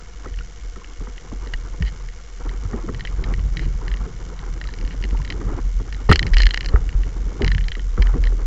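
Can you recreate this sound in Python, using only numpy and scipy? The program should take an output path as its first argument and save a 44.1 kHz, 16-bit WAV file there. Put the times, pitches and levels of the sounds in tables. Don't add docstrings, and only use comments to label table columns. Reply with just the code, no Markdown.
import sys
import numpy as np
from scipy import signal
from scipy.fft import rfft, irfft, next_fast_len
from scipy.io import wavfile
from scipy.ndimage import uniform_filter1d

SR = 44100
rng = np.random.default_rng(int(sys.argv[2]) if len(sys.argv) > 2 else 0)


def persist_wave(psi):
    counts = np.round(np.clip(psi, -1, 1) * 32767).astype(np.int16)
    wavfile.write(sys.argv[1], SR, np.atleast_2d(counts).T)


N = 373086

# f/Hz, relative level/dB, t60/s
HOUSING_MODES = [(1390, -26, 0.026), (1840, 2, 0.013), (2155, 0.5, 0.0096), (2996, -1, 0.011),
                 (4095, -6.5, 0.014), (4820, -0.5, 0.003), (6520, -24.5, 0.0096), (6830, -23.5, 0.0076)]
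# f/Hz, relative level/dB, t60/s
DECK_MODES = [(90, 7.5, 0.026), (176, -3, 0.11), (238.6, -4, 0.04), (361, -3, 0.031), (450, -3, 0.026),
              (916, 5.5, 0.0058), (1260, 7, 0.014), (1860, -3, 0.019)]
USUAL_BRIGHT_DB = -16.5


def gain_of(db):
    return 10 ** (np.asarray(db) / 20)


def evened(x):
    return x / np.sqrt(np.mean(x ** 2) + 1e-20)


def read(points, hz):
    f, value = np.transpose(points)
    return np.interp(np.log(hz + 1), np.log(f + 1), value)


def add(mix, s, sound):
    part = mix[round(s * SR):][:len(sound)]
    part += sound[:len(part)]


def coloured(x, spectrum):
    size = next_fast_len(len(x))
    gain = gain_of(read(spectrum, np.fft.rfftfreq(size, 1 / SR)))
    return evened(irfft(rfft(x, size) * gain, size)[:len(x)])


def slow(seconds):
    size = max(int(seconds * SR), 2)
    once = uniform_filter1d(rng.standard_normal(N), size)
    return evened(uniform_filter1d(once, size))


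def ring(modes, tilt, blow, detune):
    t = np.arange(round(.16 * SR)) / SR
    body = np.zeros(len(t))
    for k, ((hz, db, t60), more_db, factor) in enumerate(zip(modes, tilt, detune)):
        decay = gain_of(db + more_db - 60 * t / t60)
        body += (-1) ** k * decay * np.sin(2 * np.pi * hz * factor * t)
    return signal.fftconvolve(blow, body)


def chop(column):
    # t/s, hull flexing level/dB, water heave level/dB, gurgle level/dB
    roughness = [(0.0, -37.5, -51.5, -55.5), (0.3, -28.5, -47, -56), (0.85, -36, -56, -55.5),
                 (1.81, -25, -37, -47), (2.33, -34.5, -53, -59), (2.47, -27.5, -46, -48.5),
                 (2.61, -30, -38, -45.5), (3.53, -17, -29.5, -44), (4.24, -27.5, -40.5, -47.5),
                 (5.42, -19, -34, -41), (5.73, -23, -39, -51.5), (6.05, -30.5, -41.5, -47.5),
                 (6.13, -12.5, -40, -39), (6.22, -20.5, -26.5, -36), (6.46, -11, -44.5, -44),
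                 (6.55, -25.5, -43, -43.5), (6.74, -13.5, -36, -47), (7.37, -27.5, -37, -40.5),
                 (7.49, -11, -22.5, -48), (7.82, -25, -47.5, -52), (8.22, -15.5, -33, -41),
                 (8.46, -18, -45, -45.5)]
    rows = np.transpose(roughness)
    return np.interp(np.arange(N) / SR, rows[0], rows[column])


def hull():
    # f/Hz, relative level/dB per Hz
    heave_spectrum = [(8.8, -38), (15, -7.5), (32, -4.5), (48, -7.5), (76, 3), (184, -5), (222, -19.5),
                      (300, -44), (390, -58), (660, -120)]
    swell_db, swell_s = 3, 0.075
    turns = np.cumsum(42 * (1 + 0.0993 * slow(0.0298))) / SR
    uneven = 1 + 0.41 * slow(0.02) + 0.22 * slow(0.0075)
    flex = evened(np.sin(2 * np.pi * turns) * uneven * gain_of(swell_db * slow(swell_s)))
    lumps = gain_of(3.06 * slow(0.021))
    heave = coloured(rng.standard_normal(N) * lumps, heave_spectrum)
    return gain_of(chop(column=1)) * flex + gain_of(chop(column=2)) * heave


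def booms():
    # t/s, level before the onset ramp/dB, nominal f/Hz, t60/s
    jolts = [(.99, -20.5, 43.3, 0.5), (1.818, -9, 57.7, 0.31), (2.466, -20, 48, 0.46),
             (2.65, -16.5, 94, 0.12), (3.75, -15, 43.7, 0.19), (6.1001, 1.5, 87, 0.15), (6.74, 0, 54, 0.23),
             (6.95, -10.5, 46.7, 0.27), (7.435, -9, 64, 0.12), (7.994, -3.5, 49.4, 0.64),
             (8.201, -8.5, 46, 0.45)]
    out, t = np.zeros(N), np.arange(round(.4 * SR)) / SR
    for s, db, hz, t60 in jolts:
        turns = hz * t * (0.859 + 0.2 * np.exp(-t / 0.043))
        onset = 1 - np.exp(-t / 0.0028)
        add(out, s, -gain_of(db - 60 * t / t60) * np.sin(2 * np.pi * turns) * onset)
    return out


def cracks():
    # t/s, peak level/dB
    hard_blows = [(6.1144, 2), (6.122, 0), (6.7598, -12.5)]
    out, modes = np.zeros(N), [m for m in DECK_MODES if m[0] > 700]
    blow = np.r_[1, np.zeros(60), .5]
    sound = ring(modes, [0, 0, 5], blow, np.ones(len(modes)))
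    for s, db in hard_blows:
        add(out, s, gain_of(db) * sound / np.abs(sound).max())
    return out


def slaps():
    # t/s, peak level of the middle modes/dB, low thump over that/dB, sharp crack over that/dB
    wavelets = [(0.257, -28, -2, 0.5), (0.76, -34, -1, 0), (1.005, -27.5, 0, -11.5),
                (1.071, -32.5, -4, 1.5), (1.317, -26, -0.5, -10), (1.462, -29.5, -1, -4),
                (1.797, -33.5, 20, -22.5), (2.651, -44.5, 21, 11), (2.732, -18, -6, -9),
                (2.887, -20, -1.5, -4), (3.658, -29.5, 14.5, -16), (3.872, -35, 1.5, 1.5),
                (4.059, -28.5, 5, -15), (5.035, -26.5, -10, -21), (5.124, -25.5, -7, -17.5),
                (5.413, -28, -9.5, -3.5), (5.798, -28.5, 0.5, -7), (6.091, -7, 6, -5.5),
                (6.251, -24, 9, -19), (6.736, -18, -5.5, -7), (7.407, -14, -2, -19),
                (7.765, -28.5, -9, -7.5), (7.977, -20.5, 3.5, -3), (8.139, -19, 1, -10),
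                (8.321, -29, -12, -3.5)]
    out, t = np.zeros(N), np.arange(round(.06 * SR)) / SR
    chance = rng.standard_normal((len(wavelets), len(t) + len(DECK_MODES)))
    middle = [m for m in DECK_MODES if 200 < m[0] < 700]
    low = [m for m in DECK_MODES if m[0] < 200]
    upper = [m for m in DECK_MODES if m[0] > 700]
    for (s, db, thump_db, crack_db), z in zip(wavelets, chance):
        for modes, more_db, fade_s in (middle, 0, .02), (low, thump_db, .008), (upper, crack_db, .004):
            push = z[:len(t)] ** 3 * np.exp(-t / fade_s) * (1 - np.exp(-t / 0.0012))
            sound = ring(modes, 0 * z, push, 1 + 0.027 * z[len(t):])
            add(out, s - .0015, gain_of(db + more_db) * sound / np.abs(sound).max())
    return out


def knock(out_db, bright_db, u):
    high = np.array([hz > 3600 for hz, _, _ in HOUSING_MODES])
    rebound_db = -12.5 + 19 * (u[-1] - .5)
    rebound_db += 0.21 * (out_db + 17)
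    place = u[25:-1]
    tilt = (bright_db - USUAL_BRIGHT_DB) * high + 8 * (place[::-1] - .5)
    detune = 1 + 0.096 * (place - .5)
    blow = np.zeros(1500)
    blow[0] = 1
    size = np.abs(ring(HOUSING_MODES, tilt, blow, detune)).max()
    after = 0.027 * u[1:13] ** 1.5
    chatter = 0.91 * gain_of(rebound_db) * (2 * u[13:25] - 1) * np.exp(-after / 0.0063)
    blow[(10 + after * SR).astype(int)] = chatter
    blow[round((.0024 + .0012 * u[0]) * SR)] = gain_of(rebound_db)
    return gain_of(out_db) * ring(HOUSING_MODES, tilt, blow, detune) / size


def rattles():
    # t/s, peak level of the first tick/dB, brightness/dB
    clear_knocks = [(0.3409, -33, -22), (0.3885, -29.5, -27), (0.8447, -29, -24), (1.1796, -29.5, -23),
                    (1.4728, -29, -13), (1.537, -17.5, -17.5), (1.8238, -18, -20), (1.8824, -30, -20),
                    (2.087, -31, -18), (2.4929, -24, -18), (2.9464, -23.5, -20), (3.0078, -20.5, -18),
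                    (3.051, -20.5, -25), (3.0732, -22.5, -21), (3.2399, -20.5, -20), (3.3386, -22, -19),
                    (3.5701, -17.5, -18), (3.5939, -19, -21), (3.8805, -22.5, -14), (3.9155, -23, -23),
                    (3.9399, -22.5, -21), (4.3912, -29, -17), (4.6138, -21.5, -15), (4.6404, -28, -16),
                    (4.6729, -26.5, -10), (4.709, -34, -11), (4.7383, -24.5, -13), (4.787, -28.5, -11),
                    (4.812, -29, -12), (4.85, -32, -12), (4.9087, -28, -23), (5.0255, -26.5, -14),
                    (5.0393, -19, -19), (5.0517, -27, -13), (5.1718, -31, -16), (5.249, -25.5, -17),
                    (5.2767, -25.5, -19), (5.3024, -14.5, -17), (5.3238, -21.5, -18), (5.9259, -22.5, -18),
                    (5.946, -27, -16), (6.1162, -7, -24), (6.1266, -5.5, -13), (6.1332, -10, -23),
                    (6.1584, -6, -13.5), (6.1932, -5, -13.5), (6.2286, -10, -17), (6.2667, -19.5, -12),
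                    (6.3355, -16.5, -16), (6.341, -14.5, -17), (6.369, -7.5, -20.5), (6.3836, -9.5, -6),
                    (6.4029, -9.5, -15), (6.4197, -8, -5), (6.4337, -9, -13), (6.4557, -14, -9),
                    (6.4674, -5, -11.5), (6.4905, -24, -14), (6.5079, -12, -17), (6.5379, -21.5, -11),
                    (6.5436, -8.5, -17), (6.575, -10.5, -16.5), (6.6083, -14.5, -16.5), (6.6298, -26, -21),
                    (6.6461, -22.5, -15), (6.6608, -15.5, -9.5), (6.6873, -20, -9), (6.8914, -22, -18),
                    (7.0344, -27, -20), (7.4201, -14, -16), (7.4462, -12, -15.5), (7.4644, -21, -14),
                    (7.4785, -11.5, -15), (7.517, -15, -18.5), (7.5484, -17, -21.5), (7.5813, -18.5, -21),
                    (7.6096, -26, -24), (7.6837, -17, -18), (7.7182, -18, -23), (7.7521, -21.5, -23),
                    (7.7952, -26.5, -29), (8.022, -14, -18), (8.0702, -21, -21), (8.2392, -18, -20),
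                    (8.2713, -20.5, -17.5)]
    touches_per_s, touch_within_s = 2, .06
    touch_db, touch_spread_db = -29, 4
    out = np.zeros(N)
    chance = rng.random((len(clear_knocks), 26 + len(HOUSING_MODES)))
    for (s, db, bright_db), u in zip(clear_knocks, chance):
        add(out, s, knock(db, bright_db, u))
    touches = rng.random((round(touches_per_s * N / SR), 29 + len(HOUSING_MODES)))
    for pick, lag, size, *u in touches:
        s = clear_knocks[int(pick * len(clear_knocks))][0] + touch_within_s * lag
        add(out, s, knock(touch_db + touch_spread_db * (size - .5), USUAL_BRIGHT_DB, np.array(u)))
    return out


def scrapes():
    # t/s, length/s, rms level over that length/dB
    slides = [(1.85, .045, -40.5), (3.595, 0.062, -46), (4.905, 0.029, -47), (6.093, 0.044, -27),
              (6.263, 0.019, -40), (6.368, 0.031, -32), (6.413, 0.018, -53)]
    out = np.zeros(N)
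    for s, length, db in slides:
        u = rng.random((2, 4000))[:, :round(length * SR)]
        slips = (u[0] < 900 / SR) * (2 * u[1] - 1)
        sound = ring(HOUSING_MODES, np.zeros(len(HOUSING_MODES)), slips, np.ones(len(HOUSING_MODES)))
        add(out, s, gain_of(db) * sound / np.sqrt(np.sum(sound ** 2) / u.shape[1]))
    return out


def washes():
    passing_wavelets = [(0.246, 0.088, 2.5, 4.5), (1.434, 0.12, -2, 2.5), (2.41, .14, 6.5, 6.5),
                        (2.696, 0.099, 5.5, 6), (2.845, 0.046, 8, 1), (3.197, 0.13, 9, 8.5),
                        (3.571, 0.061, 6, -2), (3.81, 0.25, 3.5, 4.5), (4.358, 0.072, -5, 5),
                        (5.415, 0.18, 7, 7), (6.308, 0.056, -2, 3), (6.692, 0.087, 10, 10.5),
                        (7.393, 0.088, 7, 10), (7.977, .2, 4, 9)]
    rise_s, fall_s = 0.014, 0.024
    t, out = np.arange(N) / SR, np.zeros((2, N))
    for s, length, large_db, small_db in passing_wavelets:
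        shape = np.interp(t, [s - rise_s, s, s + length, s + length + fall_s], [0, 1, 1, 0])
        out += np.outer([large_db, small_db], shape)
    return out


def water():
    # f/Hz, relative level/dB
    bubble_sizes = [(150, -1.5), (300, 5.5), (480, 2.5), (620, -14), (900, -10.5), (1250, -8.5),
                    (1600, -17), (2200, -21.5)]
    calm_db, splash_follows = -56, 0.5
    gurgle, splash = layers = np.zeros((2, N))
    for hz in np.geomspace(150, 2200, num=28):
        turns = np.arange(round(8 * SR / hz)) * hz / SR
        envelope = np.exp(-turns / 2.2) * (1 - np.exp(-turns / 1.5))
        bubble = np.sin(2 * np.pi * turns * (1 + 0.012 * turns)) * envelope
        strength = gain_of(2.6 * np.minimum(rng.exponential(1, N), 4))
        births = strength * (rng.random(N) < .2 * hz / SR)
        layers[int(hz > 620)] += gain_of(read(bubble_sizes, hz)) * signal.oaconvolve(births, bubble)[:N]
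    clumps = gain_of(3.13 * slow(0.019))
    gurgle_db, (large_db, small_db) = chop(column=3), washes()
    splash_db = calm_db + splash_follows * (gurgle_db - calm_db)
    large = gain_of(gurgle_db + large_db) * evened(gurgle * clumps)
    small = gain_of(splash_db + small_db) * evened(splash * clumps)
    return large + small


def plops():
    # t/s, level before the envelope/dB, nominal f/Hz
    lone_plinks = [(0.276, -37, 1980), (0.408, -30.5, 1450), (0.817, -35, 1090), (1.274, -37.5, 1080),
                   (1.334, -35, 840), (3.815, -30, 990), (4.653, -33, 1320), (4.689, -35, 970),
                   (5.147, -26.5, 920), (5.2, -28.5, 1010)]
    out, t = np.zeros(N), np.arange(round(.04 * SR)) / SR
    envelope = np.exp(-t / 0.0044) * (1 - np.exp(-t / 0.00043))
    for s, db, hz in lone_plinks:
        tone = np.sin(2 * np.pi * hz * t * (0.974 + 1.1 * t))
        add(out, s, gain_of(db) * tone * envelope)
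    return out


def electronics():
    # f/Hz, relative level/dB per Hz
    hiss_spectrum = [(200, -34), (300, -4), (480, -7), (600, -9), (800, -17.5), (1500, -6), (2180, -6),
                     (2510, -13.5), (2900, -7.5), (4500, -14), (5850, -9.5), (7600, -12.5), (8400, -41.5)]
    # f/Hz, relative level/dB
    spike_spectrum = [(300, -14), (1400, 2), (2200, 0.5), (3600, -19), (4300, -13), (5700, -5.5),
                      (7300, -4)]
    clock_hz, burst_hz, switching_hz, hum_hz, whine_hz = 723.6, 79.93, 12.49, 474.6, 699.7
    t = np.arange(N) / SR
    since = ((t + .0031) * burst_hz % 1) / burst_hz
    gate = np.exp(-(since / 0.0043) ** 2) + 0.093
    off = (t * clock_hz + 7 * since + .5) % 1 - .5
    tick = np.sinc(off * SR / clock_hz / 3.29)
    tick *= abs(off) < .1
    chance = gain_of(3 * rng.standard_normal(int(N * clock_hz / SR) + 2))
    sizes = chance[np.round(t * clock_hz).astype(int)]
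    buzz = coloured(np.gradient(tick * sizes * gate), spike_spectrum)
    cycle = t * switching_hz
    dips = 1 - 0.46 * np.exp(-(((2 * cycle - .25) % 1 - .5) / 0.18) ** 2)
    hiss = coloured(rng.standard_normal(N) * (1 + 1.1 * gate), hiss_spectrum) * dips
    on = uniform_filter1d(1. * ((cycle + .03) % 1 < .38), size=150)
    hum = gain_of(-50) * on * np.sin(2 * np.pi * hum_hz * t)
    whine = gain_of(-62.0) * np.sin(2 * np.pi * whine_hz * t)
    return gain_of(-54.5) * buzz + gain_of(-50.5) * hiss + hum + whine


def scene():
    board = hull() + booms() + cracks()
    sea = water() + plops() + slaps()
    return (board + sea + rattles() + scrapes() + electronics())[None]


def record(dry):
    camera_hz, edge_hz, offset = 7838, 16500, -.0097
    camera_band = signal.firwin(121, camera_hz, window=("kaiser", 9), fs=SR)
    narrow = signal.oaconvolve(dry, camera_band[None], "same")
    overloaded = np.clip(narrow + offset, -1, 1)
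    band_limit = signal.firwin(511, edge_hz, window=("kaiser", 9), fs=SR)
    return signal.oaconvolve(overloaded, band_limit[None], "same")


dry = scene()
out = record(dry)
persist_wave(out)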